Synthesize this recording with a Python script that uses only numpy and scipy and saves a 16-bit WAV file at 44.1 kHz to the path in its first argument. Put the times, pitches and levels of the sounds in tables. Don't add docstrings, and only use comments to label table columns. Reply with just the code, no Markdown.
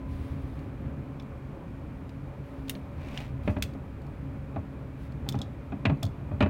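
import sys
import numpy as np
from scipy import signal
from scipy.fft import rfft, irfft, next_fast_len
from scipy.io import wavfile
from scipy.ndimage import map_coordinates

SR = 44100
rng = np.random.default_rng(int(sys.argv[2]) if len(sys.argv) > 2 else 0)


def transcribe(u):
    v = np.clip(np.atleast_2d(u).T, -1, 1)
    q = np.round(v * 32767).astype(np.int16)
    wavfile.write(sys.argv[1], SR, q)


N = 286209


def basin_knocks(modes_db=-14, crowd_db=9, bloom_s=0.003, rise_s=0.00015, rebound_s=0.045):
    # start_s, level_db, hardness_db, weight_db
    knocks = [(2.753, -39, -16, -19), (3.476, -21.5, -8, -0.5), (3.495, -33.5, -4.5, -11),
              (3.565, -28.5, -9, -1), (3.75, -40, -29, -15), (4.561, -27, -16.5, -0.5),
              (5.264, -36.5, -14, 3), (5.285, -37.5, -2, 2), (5.342, -30.5, -15, 4), (5.405, -36.5, -16, 0),
              (5.721, -30, -11.5, -8), (5.853, -17.5, 3, -2), (5.897, -21.5, -10.5, 2),
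              (6.026, -30.5, -14, 10), (6.314, -33.5, -14, 7.5), (6.406, -15.5, -1, -2.5),
              (6.425, -16.5, -3, -11), (6.461, -25.5, -11, -10)]
    # pitch_hz, level_db, t60_s
    basin_modes = [(88, -10, 0.23), (161, -17, 0.14), (201.9, 16.5, 0.44), (212, -21, 0.17),
                   (267.6, 16, 0.19), (373, -2, 0.17), (417.4, 5, 0.062), (600.6, -3.5, 0.66),
                   (675, -5.5, 0.12), (790, -16, 0.084), (811, 0, 0.072), (956, -9.5, 0.16),
                   (1113.4, -13, .22), (1203, -5.5, 0.032), (1390, -17.5, 0.098), (1666, -15.5, .25),
                   (1993, -10, .15), (2385, -2, 0.082), (2500, 1, 0.059), (2600, -9, 0.19),
                   (2744, -24, 0.11), (3080, -38, .15)]
    # frequency_hz, density_db
    crowd_spectrum = [(40, -21), (90, -27), (170, -0.5), (280, 9), (490, -10), (650, -6.5), (1300, -8),
                      (2600, -7), (3800, -15), (5200, -32), (9000, -41.5), (16000, -97)]
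    # frequency_hz, t60_s
    crowd_decay = [(100, 0.34), (700, 0.13), (2500, 0.062), (8000, 0.047)]
    # time_s, hollow_note_hz, boom_db
    resting_spots = [(3.6, 595, -1), (4.55, 780, -10), (5.35, 815, -3), (5.75, 677, -1.5), (6.05, 677, -6),
                     (6.35, 566, -4.5)]
    spot_s, spot_hz, spot_db = np.transpose(resting_spots)
    out, t, last_s = np.zeros(N), np.arange(SR // 2) / SR, -np.inf
    attack = 1 - np.exp(-t / rise_s)
    for start_s, level_db, hardness_db, weight_db in knocks:
        blow = amp(modes_db) * ring(basin_modes, t, scatter_db=1.5, detune=0.0009, longest_s=0.21)
        blow += amp(crowd_db) * shaped(dying_noise(crowd_decay, len(t)) * attack, crowd_spectrum)
        low = signal.sosfiltfilt(signal.butter(2, 330, fs=SR, output="sos"), blow)
        blow -= low * np.exp(-t / bloom_s) * attack
        boom_db = np.interp(start_s, spot_s, spot_db) - 0.31 * (level_db + 31)
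        blow = shaped(blow, [(200, boom_db), (520, 0), (1200, 0.011), (2800, hardness_db)])
        thump_hz, note_db = (131, 5) if start_s - last_s < rebound_s else (81.7, 9)
        note_hz = np.interp(start_s, spot_s, spot_hz)
        blow = shaped(blow, [(note_hz / 1.3, 0), (note_hz, note_db), (note_hz * 1.26, 0)])
        add(out, start_s, amp(level_db) * (blow + amp(weight_db) * floor_thump(t, thump_hz)))
        last_s = start_s
    return out


def floor_thump(t, end_hz, start_hz=270, glide_s=0.01134, peak_s=0.026, sharpness=3.8):
    phase = 2 * np.pi * (end_hz * t + (start_hz - end_hz) * glide_s * (1 - np.exp(-t / glide_s)))
    envelope = (t / peak_s * np.exp(1 - t / peak_s)) ** sharpness
    tuning = 1 + 0.039 * rng.standard_normal()
    return envelope * np.sin(phase * tuning)


def shell_clicks(modes_db=-9, crack_db=-2, walls_db=-13, rise_s=0.00037, grip_s=4.0):
    # start_s, level_db, snap_db, pitch_ratio
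    contacts = [(1.198, -38, -17, 1), (2.093, -47, -4, 1.45), (2.682, -39.5, -2, 1),
                (2.6955, -23, 9.5, 1.06), (2.752, -36, -28, 1.2), (3.1753, -28, -12, .8),
                (3.6239, -18, 3, 1), (3.6377, -35, -2, 1.05), (5.1213, -51, -3, 1.2),
                (5.2889, -22.5, 2, 1.03), (5.3235, -33.5, -3.5, 1), (5.353, -40, -15, .85),
                (5.389, -38, -3, 1), (5.4161, -25, -13, 1), (6.0301, -24, -0.5, 1), (6.052, -36.5, -1, 1),
                (6.065, -41, -8, 1.3)]
    # frequency_hz, density_db
    crack_spectrum = [(500, -26), (1400, 4.5), (2500, 12), (4000, 7.5), (7000, 1.5), (12500, -7.5),
                      (15500, -2.5)]
    out, t = np.zeros(N), np.arange(SR // 6) / SR
    attack = 1 - np.exp(-t / rise_s)
    burst_decay = amp(crack_db) * fade(t, t60_s=0.0057) + amp(walls_db) * fade(t, t60_s=0.059)
    # pitch_hz, level_db, t60_s
    shell_modes = [(2060, -15, 0.023), (2616, -6.5, 0.025), (2630, 4, 0.016), (3467, 5, 0.036),
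                   (3800, -3, 0.038), (4000, -27, .018), (4130, -26, 0.018), (5160, -4, 0.023),
                   (6400, -11, 0.045), (7600, -18, 0.024), (8800, -8.5, 0.029), (11570, -9, 0.02)]
    for start_s, level_db, snap_db, pitch_ratio in contacts + nail_ticks():
        burst = noise(crack_spectrum, len(t)) * burst_decay
        ringing = ring(shell_modes, t * pitch_ratio, scatter_db=0, detune=0.008, longest_s=0.022)
        click = (burst + amp(modes_db) * ringing) * attack
        body_db = -14.5 if start_s > grip_s else 1
        tone = [(700, body_db - 4.5), (2650, body_db), (3300, 0), (6000, snap_db / 4), (11000, snap_db)]
        add(out, start_s, amp(level_db) * shaped(click, tone))
    return out


def nail_ticks(per_s=1.5, level_db=-55, spread_db=2, snap_db=2, pitch_ratio=1.3):
    return [(rng.random() * N / SR, level_db + spread_db * rng.standard_normal(), snap_db, pitch_ratio)
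            for _ in range(round(per_s * N / SR))]


def shell_slide(level_db=-47.5, catches_per_s=320, catch_share=0.48):
    # frequency_hz, density_db
    scrape_spectrum = [(200, -3), (700, 10.5), (1500, 0.5), (2400, 8.5), (3000, 1), (4000, -4),
                       (7000, -14.5), (12000, -21.5), (15500, -19)]
    catches = (rng.random(N) < catches_per_s / SR) * rng.standard_normal(N)
    rattle = fade(np.arange(SR // 50) / SR, t60_s=0.014)
    grit = np.sqrt(np.abs(signal.fftconvolve(catches ** 2, rattle)[:N]))
    scrape = unit((1 - catch_share + catch_share * unit(grit)) * noise(scrape_spectrum))
    return amp(level_db) * swell(3.188, rise_s=0.17, fall_s=0.08) * scrape


def finger_brush(resting_db=-82):
    # start_s, length_s, level_db
    strokes = [(0.123, 0.14, -61.5), (0.424, 0.15, -67.5), (2.47, 0.2, -69.5), (3.476, .02, -60),
               (5.023, .03, -64)]
    # frequency_hz, density_db
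    skin_spectrum = [(800, -1), (2000, 12), (3700, 5), (7000, -8.5), (11000, -5), (13000, -11), (15500, -5)]
    stroking = sum(amp(db) * swell(start_s, rise_s=0.038, fall_s=0.84 * length_s, hold_s=length_s)
                   for start_s, length_s, db in strokes)
    return (amp(resting_db) + stroking) * noise(skin_spectrum)


def handling(lumps_db=1.5, still_rumble_db=-50, still_murmur_db=-53):
    # middle_s, half_length_s, rumble_db, murmur_db
    moves = [(.27, 0.28, -38.5, -47), (0.782, 0.41, -60, -41), (1.89, 0.065, -60, -45),
             (3.32, 0.34, -47.5, -43), (3.546, 0.21, -42, -49), (4.26, 0.37, -49.5, -48.5),
             (5.332, 0.23, -42, -43.5), (6.45, 0.25, -39, -45.5)]
    # frequency_hz, density_db
    rumble_spectrum = [(25, -31.5), (60, 5), (85, 5.5), (125, -11.5), (320, -38), (700, -37), (3000, -67)]
    # frequency_hz, density_db
    murmur_spectrum = [(80, -12), (115, 0), (145, 4), (175, -22), (210, -3.5), (280, -6.5), (400, -23.5),
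                       (1100, -32.5), (2500, -40.5), (6000, -77)]
    rumble = unit(noise(rumble_spectrum) * amp(lumps_db * wobble(14)))
    murmur = unit(noise(murmur_spectrum) * amp(lumps_db * wobble(14)))
    moving = sum(swell(middle_s, half_s, half_s) * (amp(rumble_db) * rumble + amp(murmur_db) * murmur)
                 for middle_s, half_s, rumble_db, murmur_db in moves)
    return moving + amp(still_rumble_db) * rumble + amp(still_murmur_db) * murmur


def fading_note(pitch_hz=1011, level_db=-54, t60_s=1.9, waver_rad=0.39):
    t = np.arange(N) / SR
    return amp(level_db) * fade(t, t60_s) * np.sin(2 * np.pi * pitch_hz * t + waver_rad * wobble(40))


def appliance(rush_db=-41, hum_db=-1, waver_db=3.5, drift_rad=0.33, flutter_db=1.2):
    # pitch_hz, level_db
    motor_tones = [(70.0, -51.5), (134.6, -48), (269.2, -49), (430.7, -61.5), (538.3, -62)]
    # frequency_hz, density_db
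    rush_spectrum = [(20, -34), (35, -8), (60, 0), (130, -5), (300, -11), (480, -17.5), (700, -20.5),
                     (1100, -23), (1900, -32), (2500, -37.5), (3200, -41), (5500, -51.5), (9500, -55),
                     (15500, -56.5)]
    # centre_hz, width_hz, gain_db
    hollows = [(140, 25, 7.5), (197, 10.5, 3), (292, 42, 2), (568, 23, 9.5), (2410, 360, 6.5)]
    hum, t = np.zeros(N), np.arange(N) / SR
    for hz, db in motor_tones:
        strength = np.sqrt(2) * amp(db + waver_db * wobble(6.6))
        hum += strength * np.sin(2 * np.pi * hz * t + drift_rad * wobble(10))
    colour = lambda f: amp(sum(db / (1 + (2 * (f - hz) / width) ** 2) for hz, width, db in hollows))
    rush = unit(filtered(noise(rush_spectrum), colour))
    middle = filtered(rush, lambda hz: (hz > 300) & (hz < 1300))
    flutter = middle * (amp(flutter_db * wobble(11)) - 1)
    return amp(hum_db) * hum + amp(rush_db) * (rush + flutter)


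def kitchen(direct, room_db=-18, build_s=0.0014):
    # frequency_hz, t60_s
    room_decay = [(150, 0.15), (1500, 0.32), (4000, 0.29), (14000, 0.26)]
    wet, t, step = np.zeros(N), np.arange(SR // 2) / SR, SR // 4
    for start in range(0, N, step):
        tail = dying_noise(room_decay, len(t)) * (1 - np.exp(-t / build_s))
        add(wet, start / SR, signal.fftconvolve(direct[start:start + step], tail / np.linalg.norm(tail)))
    return direct + amp(room_db) * wet


def ring(modes, t, scatter_db, detune, longest_s):
    hz, db, t60_s = np.transpose(modes)[:, :, None]
    strength, shift, side = rng.standard_normal((3, len(modes), 1))
    envelope = np.sign(side) * amp(db + scatter_db * strength) * fade(t, np.minimum(t60_s, longest_s))
    return np.sum(envelope * np.sin(2 * np.pi * hz * (1 + detune * shift) * t), axis=0)


def dying_noise(decay, size):
    hz, t, bands = signal.stft(rng.standard_normal(size), SR, nperseg=256)
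    return signal.istft(bands * fade(t, along(decay, hz)[:, None]), SR)[1][:size]


def noise(spectrum, size=N):
    return unit(filtered(rng.standard_normal(size), lambda hz: amp(along(spectrum, hz))))


def filtered(x, response):
    size = next_fast_len(len(x) + 8192)
    return irfft(rfft(x, size) * response(np.fft.rfftfreq(size, 1 / SR)), size)[:len(x)]


def shaped(x, points, size=4096):
    cepstrum = irfft(np.log(amp(along(points, np.fft.rfftfreq(size, 1 / SR)))))
    cepstrum[1:size // 2] *= 2
    cepstrum[size // 2 + 1:] = 0
    return signal.fftconvolve(x, irfft(np.exp(rfft(cepstrum))))[:len(x)]


def along(points, hz):
    point_hz, values = np.transpose(points)
    return np.interp(np.log(hz + 1), np.log(point_hz + 1), values)


def swell(peak_s, rise_s, fall_s, hold_s=0):
    t = np.arange(N) / SR - peak_s
    return np.exp(-(np.minimum(t, 0) / rise_s) ** 2 - (np.maximum(t - hold_s, 0) / fall_s) ** 2)


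def fade(t, t60_s):
    return np.exp(-np.log(1000) * t / np.maximum(t60_s, 1e-4))


def wobble(knots_per_s):
    return map_coordinates(rng.standard_normal(400), [np.arange(N) * knots_per_s / SR], mode="wrap")


def amp(db):
    return 10 ** (np.asarray(db) / 20)


def unit(x):
    return x / np.sqrt(np.mean(x ** 2) + 1e-20)


def add(track, start_s, sound):
    part = track[round(start_s * SR):][:len(sound)]
    part += sound[:len(part)]


def scene():
    sink = basin_knocks() + shell_clicks() + shell_slide() + finger_brush()
    return (kitchen(sink) + fading_note() + appliance() + handling())[None]


def record(dry, top_hz=15900):
    return signal.sosfilt(signal.ellip(10, .2, 70, top_hz, fs=SR, output="sos"), dry)


dry = scene()
out = record(dry)
transcribe(out)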